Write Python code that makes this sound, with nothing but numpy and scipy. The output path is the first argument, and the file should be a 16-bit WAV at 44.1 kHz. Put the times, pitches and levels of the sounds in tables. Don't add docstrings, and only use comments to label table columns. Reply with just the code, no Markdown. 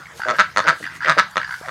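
import sys
import numpy as np
from scipy import signal
from scipy.io import wavfile
from scipy.ndimage import uniform_filter1d

SR = 44100
rng = np.random.default_rng(int(sys.argv[2]) if len(sys.argv) > 2 else 0)


def voltage_ratio(decibels):
    exponent = np.asarray(decibels, float) / 20
    return 10 ** exponent


def wav_out(sig):
    wavfile.write(sys.argv[1], SR, np.round(np.clip(np.atleast_2d(sig).T, -1, 1) * 32767).astype(np.int16))


N = 74970


def near_hens():
    # start_s, length_s, peak_db, top_pulse_rate_hz, share_of_call_at_top_effort
    quick = [
        (.3855, 0.032, -6.5, 207.4, 0.44),
        (.6688, 0.04, -7.5, 172.6, 0.36),
        (1.0698, .064, -10, 163.3, .42),
        (1.1756, 0.031, -6.5, 204, .5),
    ]
    slow = [
        (.2768, 0.05, -13, 127.8, 0.22),
        (.5618, 0.045, -7.5, 106.3, 0.35),
        (1.3572, 0.03, -10.5, 99.4, 0.453),
        (1.6763, 0.0213, -19.5, 136.9, 0.443),
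    ]
    # mode_hz, width_hz, level_db
    quick_bill = [(162, 101, -15.5), (600, 104, -8.5), (959, 101, -6), (1299, 99, 5), (1600, 123, 4),
                  (1950, 344, 7), (2808, 1200, 0.5), (3675, 330, -1.5), (4600, 240, -5.5), (6010, 240, -10),
                  (7690, 680, -13)]
    slow_bill = [(163, 78, -16), (565, 107, -4.5), (1010, 165, 0), (1295, 64, 3), (1600, 100, -4.5),
                 (1894, 126, 1), (2670, 860, 1), (3454, 157, -5.5), (4250, 100, -8.5), (5920, 390, -2.5),
                 (8780, 1900, -14.5)]
    out = np.zeros(N)
    for calls, bill in ((quick, quick_bill), (slow, slow_bill)):
        for s, *call in calls:
            add(out, s, quack(*call, bill))
    return out


def quack(length, peak_db, rate_hz, top, bill):
    at, pulse_db = folds(length, rate_hz, top, sag=0.35, edge_db=-9, wobble_db=1.2)
    return voltage_ratio(-1) * voiced(at, peak_db + pulse_db, bill, detune=0.025, rise_s=0.00022, drop=0.16)


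def folds(length, rate_hz, top, sag, edge_db, wobble_db):
    jitter = 0.025
    u = np.arange(0, length, 1 / SR) / length
    rising = u < top
    slack = np.where(rising, (top - u) / top, (u - top) / (1 - top)) ** 2
    chance = rng.standard_normal((30, 2))
    rate = rate_hz * (1 - sag * slack * np.where(rising, top, 1))
    turns = 1 + np.cumsum(rate) / SR
    at = np.flatnonzero(np.diff(np.floor(turns), prepend=0))[:30]
    late = jitter * SR / rate_hz * chance[:len(at), 0] * (at > 0)
    return at + late.astype(int), edge_db * slack[at] + wobble_db * chance[:len(at), 1]


def voiced(at, pulse_db, modes, detune, rise_s, drop):
    glide_s, air_s, air_share = 0.00058, 0.0025, 0.7
    brighten = 1.463
    mode_wobble_db = 2.5
    hz, width, db = np.transpose(modes)[:, :, None]
    high = hz > 2300
    t, out = np.arange(1000) / SR, np.zeros(8000)
    chance = rng.standard_normal((30, 2, len(modes), 1))
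    air = rng.standard_normal((16, len(modes), 100))
    glide = drop * glide_s * (1 - np.exp(-t / glide_s))
    alternate = np.arange(len(modes))[:, None] / 2
    rise = (1 - np.exp(-t / rise_s)) ** 2
    decay = np.exp(-np.pi * width * t)
    for k, (i, level_db) in enumerate(zip(at, pulse_db)):
        turn = hz * (1 + detune * chance[k, 0]) * (t + glide) + alternate
        rough = uniform_filter1d(np.repeat(air[k % 16], repeats=10, axis=1), size=20, axis=1)
        breath = high * air_share * np.exp(-t / air_s) * rough
        wobble_db = mode_wobble_db * (1 + high) / 2 * chance[k, 1]
        gain = voltage_ratio(db + level_db * np.where(high, brighten, 1) + wobble_db)
        pulse = gain * rise * (decay + breath) * np.sin(2 * np.pi * turn)
        add(out, i / SR, pulse.sum(0))
    return out


def far_birds():
    # start_s, length_s, peak_db, pulse_rate_hz, ring_hz
    rasps = [(.0, 0.038, -29.5, 154.6, 1450), (.056, 0.012, -25, 90.2, 1950),
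             (0.201, 0.073, -14, 63.2, 1557), (0.337, 0.027, -18, 114.8, 1616),
             (0.622, 0.056, -16, 113.6, 1600), (0.8265, 0.042, -15.5, 79.74, 1950),
             (0.863, 0.018, -17.5, 102.1, 1650), (0.89, 0.083, -30.5, 130, 2037),
             (0.967, .01, -23.5, 96, 1926), (1.005, 0.046, -16.5, 124.2, 1616),
             (1.033, 0.041, -11.5, 80.6, 1950), (1.141, 0.11, -30, 137.7, 1600),
             (1.399, 0.061, -14.5, 65.26, 1673), (1.476, 0.078, -17.5, 64.2, 1667),
             (1.518, .03, -25, 81.2, 1527), (1.647, 0.019, -22.5, 94.3, 1910)]
    mutters = [
        (0.134, 0.043, -39, 115.2, 520),
        (0.257, 0.082, -18, 124.9, 619),
        (0.642, 0.033, -23.5, 150, 580),
        (0.712, 0.019, -20, 88, 620),
        (0.815, 0.03, -30.5, 101, 300),
        (0.897, 0.17, -43, 88.5, 293),
        (1.048, 0.06, -19, 132.4, 600),
        (1.168, 0.0082, -11, 150, 600),
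    ]
    out = np.zeros(N)
    for calls in (rasps, mutters):
        for s, *call in calls:
            add(out, s, rasp(*call))
    return out


def rasp(length, peak_db, rate_hz, ring_hz):
    # ratio_to_ring, width_hz, level_db
    rings = [(0.998, 167.4, -3.5), (0.834, 224, -8.5), (1.2, 240, -8), (0.6, 133, -20.5), (1.8, 240, -21)]
    at, pulse_db = folds(length, rate_hz, top=0.43, sag=0.042, edge_db=-5.5, wobble_db=1.5)
    modes = [(ratio * ring_hz, width, db) for ratio, width, db in rings]
    if ring_hz > 1000:
        modes.append((4750, 193, -21))
    return voltage_ratio(peak_db + 19) * voiced(at, pulse_db, modes, detune=0.045, rise_s=0.0024, drop=-0.12)


def peep():
    # time_s, pitch_hz, level_db
    course = [
        (1.63, 640, -42),
        (1.64, 700, -36),
        (1.657, 770, -36),
        (1.665, 620, -37),
        (1.675, 560, -42),
    ]
    s, hz, db = np.transpose(course)
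    t = np.arange(N) / SR
    turn = 2 * np.pi * np.cumsum(np.interp(t, s, hz)) / SR
    level_db = np.interp(t, [s[0] - 0.006, *s, s[-1] + 0.015], [-70, *db, -70], -120, -120)
    return voltage_ratio(level_db) * (np.sin(turn) + voltage_ratio(-6) * np.sin(2 * turn))


def ground():
    # time_s, level_db, pitch_hz
    knocks = [
        (0.1965, -21.5, 860),
        (0.803, -31, 600),
        (0.809, -25.5, 500),
        (1.6127, -25, 505),
    ]
    # centre_s, spread_s, level_db
    rustles = [
        (0.187, .025, -45),
        (0.372, 0.018, -46),
        (0.808, 0.041, -46.5),
        (0.958, 0.014, -46),
        (1.312, 0.0033, -47),
        (1.562, 0.046, -47),
        (1.673, 0.03, -53),
    ]
    # frequency_hz, level_db
    straw = [(1500, -19), (3000, -4.5), (5000, -7), (9000, -11), (13000, -14.5), (16000, -47)]
    out, click, t = np.zeros(N), np.eye(1, 2000)[0], np.arange(N) / SR
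    for s, db, hz in knocks:
        body = ring(click, hz, 160)
        thud = voltage_ratio(-21) * ring(click, 230, 56)
        scrape = 0.5 * ring(click, 1600, 1500)
        add(out, s, voltage_ratio(db) * (body + thud + scrape))
    stir = sum(voltage_ratio(db) * np.exp(-0.5 * ((t - s) / spread) ** 2) for s, spread, db in rustles)
    crackle = voltage_ratio(2.6 * evened(uniform_filter1d(rng.standard_normal(N), size=60)))
    return out + stir * crackle * hiss(straw, patchy_db=2)


def night():
    # frequency_hz, level_db (per Hz)
    air = [(18, -32), (30, -10.5), (486, -12.5), (740, -4), (1670, 0.5), (2170, -5), (2830, -14),
           (6210, -14), (16000, -31)]
    # mode_hz, width_hz, level_db
    pump = [(82, 20, -56), (150, 25, -52.5)]
    hum = sum(voltage_ratio(db) * evened(ring(rng.standard_normal(N), hz, width)) for hz, width, db in pump)
    return voltage_ratio(-44) * hiss(air, patchy_db=-4) + hum


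def yard(x):
    # frequency_hz, t60_s
    decay = [(250, 0.23), (660, 0.11), (1400, 0.2), (4500, 0.23), (10000, 0.06)]
    taps = np.zeros(SR // 2)
    at = np.arange(260, 20000, 20)
    taps[at + rng.integers(0, 20, len(at))] = rng.choice([-1., 1.], len(at))
    hz, t, z = signal.stft(taps, SR, nperseg=256)
    dying = voltage_ratio(-60 * t / read(decay, hz)[:, None])
    tail = signal.istft(z * dying, SR, nperseg=256)[1]
    return signal.fftconvolve(x, tail / np.linalg.norm(tail))[:N]


def evened(x):
    return x / np.sqrt(np.mean(x ** 2) + 1e-20)


def read(points, hz):
    f, value = np.transpose(points)
    return np.interp(np.log(hz + 1), np.log(f + 1), value)


def add(mix, s, sound):
    part = mix[max(round(s * SR), 0):][:len(sound)]
    part += sound[:len(part)]


def ring(x, hz, width_hz):
    r, w = np.exp(-np.pi * width_hz / SR), 2 * np.pi * hz / SR
    return signal.lfilter([0, r * np.sin(w)], [1, -2 * r * np.cos(w), r * r], x)


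def hiss(spectrum, patchy_db):
    hz = np.fft.rfftfreq(512, 1 / SR)
    a, b, patches = rng.standard_normal((N // 128 + 5, 257, 3)).T
    patches = uniform_filter1d(patches, size=6, axis=0)
    patches = evened(uniform_filter1d(patches, size=14, axis=1))
    z = (a + 1j * b) * voltage_ratio(read(spectrum, hz)[:, None] + patchy_db * patches)
    return evened(signal.istft(z, nperseg=512, noverlap=384)[1][:N])


def scene():
    near, far = near_hens(), far_birds() + peep()
    echoes = yard(voltage_ratio(-12) * near + voltage_ratio(-10) * far)
    return (near + far + echoes + ground() + night())[None]


def low_pass(x):
    return signal.sosfilt(signal.butter(12, 16440, fs=SR, output="sos"), x)


def record(dry):
    ceiling, mic_low_hz, edge_hz = 0.97, 71.4, 16000
    x = signal.sosfilt(signal.butter(3, mic_low_hz, "high", fs=SR, output="sos"), dry)
    x = np.clip(x, -ceiling, ceiling)
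    lowpass = signal.firwin(255, edge_hz, window=("kaiser", 9), fs=SR)
    x = signal.oaconvolve(x, lowpass[None], "same")
    return low_pass(x)


dry = scene()
out = record(dry)
wav_out(out)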